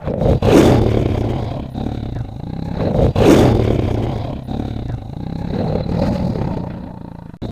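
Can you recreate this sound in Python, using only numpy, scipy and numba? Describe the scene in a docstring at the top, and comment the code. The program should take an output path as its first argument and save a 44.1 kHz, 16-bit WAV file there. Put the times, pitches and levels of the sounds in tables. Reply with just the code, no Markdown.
"""A big cat's roar

A big cat snarls, roars and sinks into a long growl, close to the microphone.
Thick vocal folds flap about 24-54 times a second; each flap rings chest, throat and mouth and lets out a puff of breath.
Spit crackles, lips click, and a slurp, a whistle and a twitter are heard faintly.
The opening snarl and roar are heard twice, identical and overlapping; near the end the sound is cut off for a moment."""
import sys
import numpy as np
from scipy import signal
from scipy.io import wavfile
from scipy.ndimage import uniform_filter1d
from numba import njit

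SR = 44100
rng = np.random.default_rng(int(sys.argv[2]) if len(sys.argv) > 2 else 0)


def convert_level_to_amplitude(level_db):
    """Map a level in decibels to its linear amplitude factor."""
    exponent = np.asarray(level_db, float) / 20
    return 10 ** exponent


def generate_wav(signal):
    """Clip the signal to [-1, 1] and save it as 16-bit WAV at the path in sys.argv[1]."""
    frames = np.transpose(np.atleast_2d(signal))
    scaled = np.clip(frames, -1, 1) * 32767
    pcm = np.round(scaled).astype(np.int16)
    wavfile.write(sys.argv[1], SR, pcm)


N = 331191

# How fast the vocal folds flap. Each row: time in seconds, flaps per second.
FLAP_RATE = [(2.733, 52.7), (2.803, 42.0), (3.044, 46.0), (3.12, 40.0), (3.239, 54.2), (3.321, 46.7),
             (3.408, 45.0), (3.824, 32.0), (4.299, 35.1), (4.416, 32.5), (4.763, 36.4), (4.902, 23.9),
             (5.562, 36.4), (5.893, 36.1), (6.089, 45.5), (6.509, 30.9), (7.51, 26.2)]
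# The vocal tract. Each row: time in seconds, chest, throat and mouth resonance in Hz, roughness from 0 to 1.
TRACT = [(2.73, 150, 515, 840, 0.8), (2.93, 150, 500, 760, .7), (3.08, 124, 471, 703, 0.62),
         (3.17, 104, 480, 720, 0.55), (3.24, 130, 490, 760, .85), (3.28, 160, 330, 740, 0.94),
         (3.4, 118, 370, 727, 0.93), (3.5, 110, 350, 850, .7), (3.62, 105, 370, 640, 0.3),
         (3.85, 105, 345, 700, .45), (4.03, 105, 358, 760, 0.67), (4.42, 116, 255, 640, 0.35),
         (4.52, 125, 270, 770, .2), (4.85, 101.5, 286, 700, 0.22), (5.05, 99, 277, 740, 0.3),
         (5.2, 159.5, 295, 800, 0.15), (5.42, 170.5, 284, 810, .2), (5.6, 163, 482, 786, 0.7),
         (5.8, 150, 520, 800, .6), (5.9, 165, 420, 800, .3), (6.05, 180, 560, 830, .6),
         (6.3, 172, 480, 850, .55), (6.42, 135, 380, 860, .35), (6.5, 165, 325, 875, .35),
         (6.72, 167, 310, 890, .3), (6.85, 168, 300, 900, .55), (6.97, 170, 293, 910, 0.15),
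         (7.36, 169, 282, 920, 0.1), (7.42, 107, 285, 666, 0.42)]
# Single flaps that sound apart, strong or soft; the beat falls in step with them.
# Each row: time in seconds, strength in dB.
SINGLE_FLAPS = [(2.806, -9.5), (2.87, -12), (2.943, -11.5), (2.985, -11.5), (3.005, -11.5), (3.042, -8.5),
                (3.064, -6.5), (3.157, -12), (3.181, -7), (3.201, -6), (3.593, -7), (3.619, -12),
                (3.647, -13), (3.674, -11.5), (3.702, -10.5), (3.756, -16), (3.82, -17), (3.876, -14),
                (4.065, -12), (4.509, -23), (4.541, -22), (4.62, -23.5), (4.648, -24), (4.678, -27),
                (4.788, -20.5), (5.2, -27), (5.323, -20), (5.472, -22), (5.669, -18), (5.723, -13),
                (5.889, -19), (6.062, -14), (6.176, -18.5), (6.354, -13), (6.383, -16), (6.413, -11),
                (6.441, -18), (6.668, -21.5), (6.7, -25), (6.736, -24), (6.905, -31), (6.971, -28),
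                (7.009, -31), (7.077, -32), (7.292, -37), (7.422, -36.5), (7.45, -17)]
# Loudness. Each row: time in seconds, chest in dB, then throat and breath in dB above the chest.
VOICE_LEVEL = [(2.74, -41, -11, -12), (2.81, -19.5, -4.5, -16.5), (2.89, -27, 4, -28.5),
               (2.965, -16, -1, -28.5), (3.05, -11.5, 0, -28), (3.105, -16, -10, -32),
               (3.146, -47, -4, -13), (3.158, -15.5, -4, -21.5), (3.2, -13.5, -1.5, -18),
               (3.25, -15.5, 4, -8.5), (3.305, -18.5, 12, -5), (3.37, -14.5, 4.5, -8.5),
               (3.43, -12, -0.5, -14), (3.6, -15.5, -2, -22), (4.05, -20, -4.5, -19),
               (4.15, -21.5, -4.5, -19.5), (4.355, -26, -5.5, -22), (4.46, -32, -3.5, -29.5),
               (4.5, -23.5, 0.5, -22), (4.945, -24.5, -9, -30.5), (5.02, -30.5, -6.5, -26.5),
               (5.2, -26, -7, -29.5), (5.47, -23, -7, -25), (5.65, -19.5, -5.5, -22), (5.79, -20, -3, -22),
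               (5.85, -23.5, -9, -28.5), (5.92, -18.5, -8, -25), (6.07, -17, -7.5, -22),
               (6.135, -17, -6.5, -25), (6.17, -23.5, -2.5, -17.5), (6.23, -17.5, -12, -27),
               (6.3, -17.5, -13.5, -27.5), (6.34, -24, -1, -22), (6.42, -19, -9, -26.5),
               (6.9, -32, -6.5, -23), (7.35, -34.5, -10.5, -24), (7.42, -25, 0.5, -20.5),
               (7.51, -26.5, -5, -27.5)]
# Upper resonances that colour the breath. Each row: time in seconds, first, second and third resonance
# in Hz, ring in Hz, mouth opening from 0 to 1.
UPPER = [(2.73, 1280, 2270, 3200, 3900, 0), (2.92, 1380, 2470, 3230, 3850, 0.6),
         (3.0, 1440, 2160, 3040, 3740, 1), (3.18, 1100, 2780, 3530, 4030, 0.71),
         (3.27, 1040, 2290, 2770, 3840, 1), (3.33, 1250, 2320, 3100, 3540, 0.67),
         (3.4, 1190, 2200, 3110, 3370, 0.56), (3.8, 990, 2320, 3190, 3630, 0.75),
         (4.15, 1170, 2180, 3330, 3820, 1), (4.42, 1440, 2470, 3060, 3900, 1),
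         (4.5, 1530, 2490, 3250, 3760, 0.45), (4.9, 1430, 2160, 2820, 3780, 0.79),
         (5.35, 1680, 2190, 2600, 3990, 0.49), (5.85, 1320, 1990, 2600, 4040, 0.68),
         (6.4, 1400, 1980, 2440, 4030, 0.69), (7.36, 1460, 1810, 2480, 4000, 0.37),
         (7.42, 1500, 2230, 2950, 3820, 0.7)]
# Lips drawn back add a higher ring. Each row: time in seconds, its share against the main ring.
FLARE = [(2.73, 0.33), (3.3, 0.62), (4.1, 1.03), (4.5, 0.25), (5.85, 0.18), (5.95, 1.1), (6.2, 1.6),
         (6.9, 0.37), (7.51, 0.19)]
# Extra resonances between the upper ones. Each row: centre in Hz, width in Hz, level in dB.
BETWEEN = [(1610, 270, 8.5), (1990, 330, -13.5), (2600, 520, 6), (3450, 12, 16)]
# Small fixed cavities behind the teeth. Each row: centre in Hz, width in Hz, level in dB.
TEETH = [(5500, 500, -2), (6600, 450, 0), (7600, 900, -5), (9000, 1800, -7), (10200, 900, -9)]
# Changing tone colour. 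Each row: time in seconds, extra ring, mouth and hiss in dB.
TONE_COLOUR = [(2.73, -10, 5.5, -4.5), (2.85, -14, -4.5, -17.5), (2.96, 0, 4.5, 10.5), (3.1, 4, 2.5, 7),
               (3.3, -2.5, -2.5, 4.5), (4.1, -4, 3, 1), (4.4, 2.5, 6, 1), (4.55, 5.5, 3.5, 4),
               (5.2, 5, 4, 7), (5.85, 2, 3.5, 0), (6.15, 4, 4, 6.5), (6.6, -1.5, 8.5, 0),
               (7.11, -2.5, 5.5, -10), (7.15, -4, 9, -3), (7.2, -4, 10, -7), (7.26, -7, 1.5, -1),
               (7.43, 7, 6, 4)]
# Clear gliding tones sung by the fold edges. Each row: start in Hz, end in Hz, level in dB.
TONE_GLIDES = [(333.5, 366, -13.5), (104, 139, -24), (4130, 3950, -30.5)]
# When those tones sound, in the same order. Each row: start in seconds, length in seconds.
TONE_TIMES = [(3.28, .1), (4.89, .09), (5.826, .028)]
# Wet lip clicks. Each row: time in seconds, strength in dB before a fixed boost and a filter.
LIP_CLICKS = [(4.8833, -36), (4.9222, -36), (4.9494, -41)]
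# A faint high twitter of steady tones. Each row: pitch in Hz, level in dB.
TWITTER = [(9130, -66), (9964, -59)]

START_S = 2.7333                        # the call begins here; its opening is also laid in front
OVERLAP_END_S, OVERLAP_FADE_S = 2.921, 0.002    # the first pass runs on under the second until here
CUT_START_S, CUT_END_S = 7.369, 7.4185  # silent gap
EDGE_LEAD_S, EDGE_LEAD_DB = 0.0065, -3  # the lower edge of rough folds parts a moment before the main flap
SNAP_S = 0.0026                         # a single flap peaks this long after it starts
CHEST_LEAD_S = 0.0019                   # the chest's push builds up just before the folds snap
WOBBLE_PER_S, WOBBLE_SHARE = 18, 0.06   # unsteady pitch of the cavities, scaled by roughness
UNEVEN_PER_S, UNEVEN_DB = 28, 3         # unsteady loudness of the cavities, scaled by roughness
# Mouth, ring and hiss follow the breath: dB above the chest at a usual breath, share of the breath's swing.
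USUAL_BREATH_DB = -22
MOUTH_FOLLOWS, RING_FOLLOWS, HISS_FOLLOWS = (-14, 0.9), (-27, 0.93), (-39.5, 1.15)


def cat():
    """The whole voice: flaps and breath ring the tract, and each cavity follows its own loudness."""
    chest_hz, throat_hz, mouth_hz, rough = in_time(TRACT)
    first_hz, second_hz, third_hz, ring_hz, opening = in_time(UPPER)
    chest_hz, throat_hz, mouth_hz, first_hz, second_hz, third_hz = (
        unsteady(hz, rough) for hz in (chest_hz, throat_hz, mouth_hz, first_hz, second_hz, third_hz))
    rough, shut = rough.clip(0, 1), 1 - opening.clip(0, 1)
    chest_db, throat_db, breath_db = in_time(VOICE_LEVEL)
    mouth_db, ring_db, hiss_db = (
        db + share * (breath_db - USUAL_BREATH_DB)
        for db, share in (MOUTH_FOLLOWS, RING_FOLLOWS, HISS_FOLLOWS))
    extra_ring_db, extra_mouth_db, extra_hiss_db = in_time(TONE_COLOUR)

    flaps, slit = folds(rough, chest_db)
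    flow = flaps + (0.008 + 0.025 * rough) * slit * rng.standard_normal(N)
    layers = [
        (band(throat(flow, throat_hz, rough), 203, 705), throat_db),
        (band(mouth(flow, flaps, slit, mouth_hz, rough, shut), 520, 863), mouth_db + extra_mouth_db),
        (band(breath(flaps, slit, (first_hz, second_hz, third_hz), rough, shut), 480, 4300), breath_db),
        (band(ring(flaps, slit, ring_hz), 3470, 4850), ring_db + extra_ring_db),
        (band(hiss(flaps, slit), 4000, 22000), hiss_db + extra_hiss_db)]
    voice = even(band(chest(flow, chest_hz, rough), 30.6, 210, order=1))
    voice = np.roll(voice, -round(CHEST_LEAD_S * SR))
    voice += convert_level_to_amplitude(breath_db) * crackle(slit)
    for layer, db in layers:
        uneven_db = UNEVEN_DB * (0.84 + 0.18 * rough) * wander(UNEVEN_PER_S)
        voice += convert_level_to_amplitude(db + uneven_db) * even(layer)
    return convert_level_to_amplitude(chest_db) * voice + knocks(mouth_hz)


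def folds(rough, chest_db):
    """Main flaps of uneven strength, stray slaps when rough, and the slit that lets breath pass."""
    playing = np.arange(N) > START_S * SR
    turns = np.cumsum(in_time(FLAP_RATE)[0] * playing) / SR
    single_at = ((np.array(SINGLE_FLAPS)[:, 0] + 0.0038) * SR).astype(int)
    single = turns[single_at]
    # the beat falls in step with the single flaps
    turns += np.interp(turns, [0, *single], [0, *(np.round(single) - single)])
    beat = np.flatnonzero(np.diff(np.floor(turns)))
    luck = rng.standard_normal((len(beat), 4))
    delay_s = -0.0012 + 0.00225 * rough[beat] * luck[:, 0]
    at = (beat + SR * delay_s).astype(int).clip(0, N - 1)
    flaps = np.zeros(N) + 1e-18
    flaps[at] = convert_level_to_amplitude((3.8 + 1.2 * rough[beat]) * luck[:, 1])
    lead = (EDGE_LEAD_S * SR * (1 + 0.25 * luck[:, 2]).clip(0.3)).astype(int)
    flaps[at - lead] -= rough[beat] * convert_level_to_amplitude(EDGE_LEAD_DB + 0.84 * luck[:, 3])

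    stray = rng.random(N) < (12 + 420 * rough ** 2.2) / SR
    stray_size = np.sqrt(rough) * convert_level_to_amplitude(-4.0 + 1.4 * rng.standard_normal(N))
    flaps += stray * stray_size * rng.choice([1, 1, -1], N)     # one in three pushes the other way
    for s, db in SINGLE_FLAPS:
        i = round(s * SR)
        flaps[i - 250:i + 250] = 0      # clears the other flaps around it
        flaps[i + round(SNAP_S * SR)] = convert_level_to_amplitude(db - chest_db[i] - 3.0)
    shape = signal.windows.hann(round(0.015 * SR))      # the slit opens and closes smoothly around each flap
    slit = np.roll(signal.fftconvolve(np.abs(flaps), shape)[:N], -round(0.0045 * SR))
    return flaps, slit + 0.3 + 1.3 * rough ** 2


def chest(flow, chest_hz, rough):
    """The chest rings at its own pitch over a heavy push of air that dies down at once."""
    kick = np.diff(flow, prepend=0)     # the mouth radiates the change of flow: a spike up, then a deep dip
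    shove = cavity(flow, 0.88 * chest_hz, 54.4)
    return even(cavity(kick, chest_hz, 15.6)) + convert_level_to_amplitude(1.0 - 1.6 * rough) * even(shove)


def throat(flow, throat_hz, rough):
    """The throat's moving resonance, a plain band of the flow and a windpipe resonance that stays put."""
    moving = even(cavity(flow, throat_hz, 75 + 55 * rough))
    windpipe = even(cavity(flow, 220, 35))
    return moving + 0.19 * even(band(flow, 130, 448)) + 0.48 * windpipe


def mouth(flow, flaps, slit, mouth_hz, rough, shut):
    """The mouth rings with flaps and breath; its higher ring fades as it shuts."""
    wet = flow + (0.008 + 0.08 * rough) * puffs(slit, flaps, 0, patchy_db=3.5)
    out = even(cavity(wet, mouth_hz, 38 + 100 * rough)) + 0.28 * even(band(wet, 333, 895))
    out -= convert_level_to_amplitude(-1 - 14 * shut) * even(narrow(wet, 1030, 110))
    wavering_hz = 570 * (1 + 0.13 * wander(20))
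    return out + (0.48 + 1.17 * rough) * even(narrow(wet, wavering_hz, 92))


def breath(flaps, slit, upper_hz, rough, shut):
    """Puffs of breath ring the upper resonances, the higher ones fading as the mouth shuts."""
    first_hz, second_hz, third_hz = upper_hz
    out = even(narrow(puffs(slit, flaps, 30.0, patchy_db=2.5), first_hz, 220 + 350 * rough))
    second = narrow(puffs(slit, flaps, 2.9, patchy_db=-2.0), second_hz, 340 + 250 * rough)
    out -= convert_level_to_amplitude(2.5 - 14.0 * shut) * even(second)
    third = narrow(puffs(slit, flaps, 2.5, patchy_db=0.5), third_hz, 260 + 300 * rough)
    out += convert_level_to_amplitude(3.5 - 28.4 * shut) * even(third)
    rasp = band(puffs(slit, flaps, 2.1, patchy_db=2.5), 800, 1600)      # broad rasp of rough folds
    out += rough * even(rasp)
    between = coloured(puffs(slit, flaps, 0.99, patchy_db=5.0), BETWEEN)
    return out + convert_level_to_amplitude(1 - 13.0 * shut) * even(between)


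def ring(flaps, slit, ring_hz):
    """Breath rings a bright resonance, with a higher one when the lips are drawn back."""
    flare, = in_time(FLARE)
    main = even(narrow(puffs(slit, flaps, 4.4, patchy_db=-0.5), ring_hz, 590))
    higher = even(narrow(puffs(slit, flaps, 2.2, patchy_db=-2.5), 4930, 1200))
    return main - flare.clip(0) * higher


def hiss(flaps, slit):
    """Thin hiss of breath through small fixed cavities behind the teeth."""
    return coloured(puffs(slit + 0.81, flaps, 1.9, patchy_db=2.0), TEETH)


def puffs(slit, flaps, snap, patchy_db):
    """Breath through the slit in uneven gusts, with the snap of the flap itself."""
    points = N // 300 + 2       # one gust value every 300 samples
    gusts = np.interp(np.arange(N) / 300, np.arange(points), rng.standard_normal(points))
    return convert_level_to_amplitude(patchy_db * gusts) * (slit * rng.standard_normal(N) + snap * flaps)


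def knocks(mouth_hz):
    """Each single flap adds a sharp spike of air, a short ring in the mouth and a crack on top."""
    hits = np.zeros(N) + 1e-18
    for s, db in SINGLE_FLAPS:
        hits[round((s + SNAP_S - CHEST_LEAD_S / 2) * SR)] = convert_level_to_amplitude(db)
    spike = convert_level_to_amplitude(20) * band(band(hits, 160, 800, order=1), 40, 2200)
    mouth_ring = convert_level_to_amplitude(7) * band(cavity(hits, mouth_hz, 300), 300, 1600)
    crack = convert_level_to_amplitude(-15) * band(hits, 1000, 4200)
    return spike + mouth_ring + crack


def crackle(slit):
    """Spit pops at random, mostly while the slit is open; each pop rings briefly at one of 12 pitches."""
    pops_per_s, level_db, spread_db, ring_cycles = 85, -8.5, 2.5, 20.5      # level is against the breath
    born = rng.random(N) < pops_per_s * slit / slit.mean() / SR
    pops = born * convert_level_to_amplitude(spread_db * rng.exponential(1, N).clip(0, 4)) + 1e-18
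    dealt, out = rng.integers(0, 12, N), 0
    for k, hz in enumerate(np.geomspace(697, 5205, 12)):
        r, w = convert_level_to_amplitude(-60 * hz / (ring_cycles * SR)), 2 * np.pi * hz / SR
        mine = pops * (dealt == k) + 1e-18
        out = out + signal.lfilter([0, np.sin(w)], [1, -2 * r * np.cos(w), r * r], mine)
    return convert_level_to_amplitude(level_db) * out / np.sqrt(np.mean(out ** 2))


def sung_tones():
    """At a few moments the fold edges sing a clear gliding tone."""
    return sum(tone(*when, *glide_row) for when, glide_row in zip(TONE_TIMES, TONE_GLIDES))


def tone(start, length, from_hz, to_hz, db):
    """A clear sine tone that glides in pitch and swells in and out."""
    t, end = np.arange(N) / SR, start + length
    on = np.interp(t, [start, start + 0.014, end - 0.02, end], [0, 1, 1, 0])
    hz = np.interp(t, [start, end], [from_hz, to_hz])
    return on * convert_level_to_amplitude(db) * np.sin(2 * np.pi * np.cumsum(hz) / SR)


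def slurp():
    """A wet slurp: noise through a narrow resonance that falls in pitch."""
    start, end, rise_s = 4.87, 4.99, 0.02
    peak_db, edge_db = -46, -62
    peak = start + rise_s
    hz, = in_time([(start, 1900), (end, 1150)])
    db, = in_time([(start, edge_db), (peak, peak_db), (peak + rise_s * 2, peak_db), (end, edge_db)])
    return convert_level_to_amplitude(db) * even(narrow(rng.standard_normal(N), hz, 300))


def lip_clicks():
    """Wet lips part: single pulses, boosted and narrowed to the treble."""
    clicks = np.zeros(N) + 1e-18
    for s, db in LIP_CLICKS:
        clicks[round(s * SR)] = convert_level_to_amplitude(db + 17)
    return band(clicks, 3500, 7030)


def whistle():
    """A faint steady whistle as the breath turns."""
    return tone(3.08, 0.075, 4710, 4710, -56)


def twitter():
    """A faint high twitter: steady sine tones switched on together for a moment."""
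    t, start, end = np.arange(N) / SR, 4.432, 4.475
    on = np.interp(t, [start, start + 0.004, end - 0.004, end], [0, 1, 1, 0])
    return on * sum(convert_level_to_amplitude(db) * np.sin(2 * np.pi * hz * t) for hz, db in TWITTER)


def amplifier_hiss():
    """Steady hiss of the microphone amplifier, silent in the gap."""
    t = np.arange(N) / SR
    return convert_level_to_amplitude(-68) * rng.standard_normal(N) * ((t < CUT_START_S) | (t > CUT_END_S))


def in_time(rows):
    """Each column of a table as a value per sample, joined by straight lines."""
    s, *columns = np.transpose(rows)
    return [np.interp(np.arange(N) / SR, s, c) for c in columns]


def wander(per_s):
    """Random values, so many per second, joined by straight lines."""
    steps = np.arange(N) * per_s / SR
    return np.interp(steps, np.arange(600), rng.standard_normal(600))


def unsteady(hz, rough):
    """A resonance that wobbles in pitch, more so when the voice is rough."""
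    return hz * (1 + WOBBLE_SHARE * (0.22 + 0.6 * rough) * wander(WOBBLE_PER_S))


def band(x, low_hz, high_hz, order=2):
    """Keeps mainly the sound between two pitches (Butterworth band-pass)."""
    return signal.sosfilt(signal.butter(order, [low_hz, high_hz], "band", fs=SR, output="sos"), x)


def even(x, over_s=0.035):
    """Brings the slow level to 1; the shape of each flap stays."""
    span = int(over_s * SR)
    power = uniform_filter1d(uniform_filter1d(x ** 2, span), span)
    return x / np.sqrt(power.clip(0) + 1e-12)


@njit
def glide(x, r, cos_w):
    """Two-pole resonance whose centre and width can move from sample to sample."""
    y = np.zeros(len(x))
    for i in range(2, len(x)):
        y[i] = (1 - r[i]) * x[i] + 2 * r[i] * cos_w[i] * y[i - 1] - r[i] * r[i] * y[i - 2]
    return y


def cavity(x, hz, width_hz):
    """An air cavity rings at its centre pitch; the wider it is, the sooner it dies away."""
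    flat = np.zeros(N)      # stretches single numbers to one value per sample
    r = np.exp(-np.pi * np.clip(width_hz, 15, 3000) / SR) + flat
    return glide(x, r, np.cos(2 * np.pi * hz / SR) + flat)


def narrow(x, hz, width_hz):
    """The same cavity twice in a row: steep flanks, dark valleys."""
    return cavity(cavity(x, hz, width_hz), hz, width_hz)


def coloured(x, resonances):
    """Fixed resonances side by side, their signs alternating."""
    out = 0
    for k, (hz, width_hz, db) in enumerate(resonances):
        r = np.exp(-np.pi * width_hz / SR)
        top = (1 - r * r) / 2 * np.array([1, 0, -1])
        bottom = [1, -2 * r * np.cos(2 * np.pi * hz / SR), r * r]
        out = out + (-1) ** k * convert_level_to_amplitude(db) * signal.lfilter(top, bottom, x)
    return out


def scene():
    """The whole call, with its first part laid in front once more, overlapping a little."""
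    call = cat() + sung_tones() + lip_clicks() + slurp() + whistle() + twitter()
    call *= np.interp(np.arange(N) / SR, [START_S, START_S + 0.0014], [0, 1])
    lag, end = round(START_S * SR), round(OVERLAP_END_S * SR)
    fade = ((end - np.arange(end)) / (OVERLAP_FADE_S * SR)).clip(0, 1)
    call[:end] += call[lag:lag + end] * fade
    call[round(CUT_START_S * SR):round(CUT_END_S * SR)] = 0
    return call[None]


def half_rate(x):
    """Stored at half the rate and coarsely filled in again, so the treble is mirrored above 11 kHz."""
    kept = signal.sosfilt(signal.cheby2(10, 16, 11000, fs=SR, output="sos"), x)
    kept[1::2] = 0
    fill = 0.27     # weight of each neighbour in the empty samples
    return np.convolve(kept, np.array([fill, 2 - 2 * fill, fill]), "same")


def top_cut(x):
    """Nothing passes above the cut-off."""
    return signal.sosfilt(signal.butter(12, 14760, fs=SR, output="sos"), x)


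def record(dry):
    """Rounds the peaks, halves the rate, adds amplifier hiss, dulls the top and shifts the zero line."""
    x = 1.12 * np.tanh(dry[0] / 1.12)
    x = half_rate(x) + amplifier_hiss()
    x = signal.sosfilt(signal.cheby2(14, 60, 14600, fs=SR, output="sos"), x)
    x = x + 0.0033      # small constant offset
    mix = x.clip(-0.998, 0.998)[None]
    return top_cut(mix)


dry = scene()
out = record(dry)
generate_wav(out)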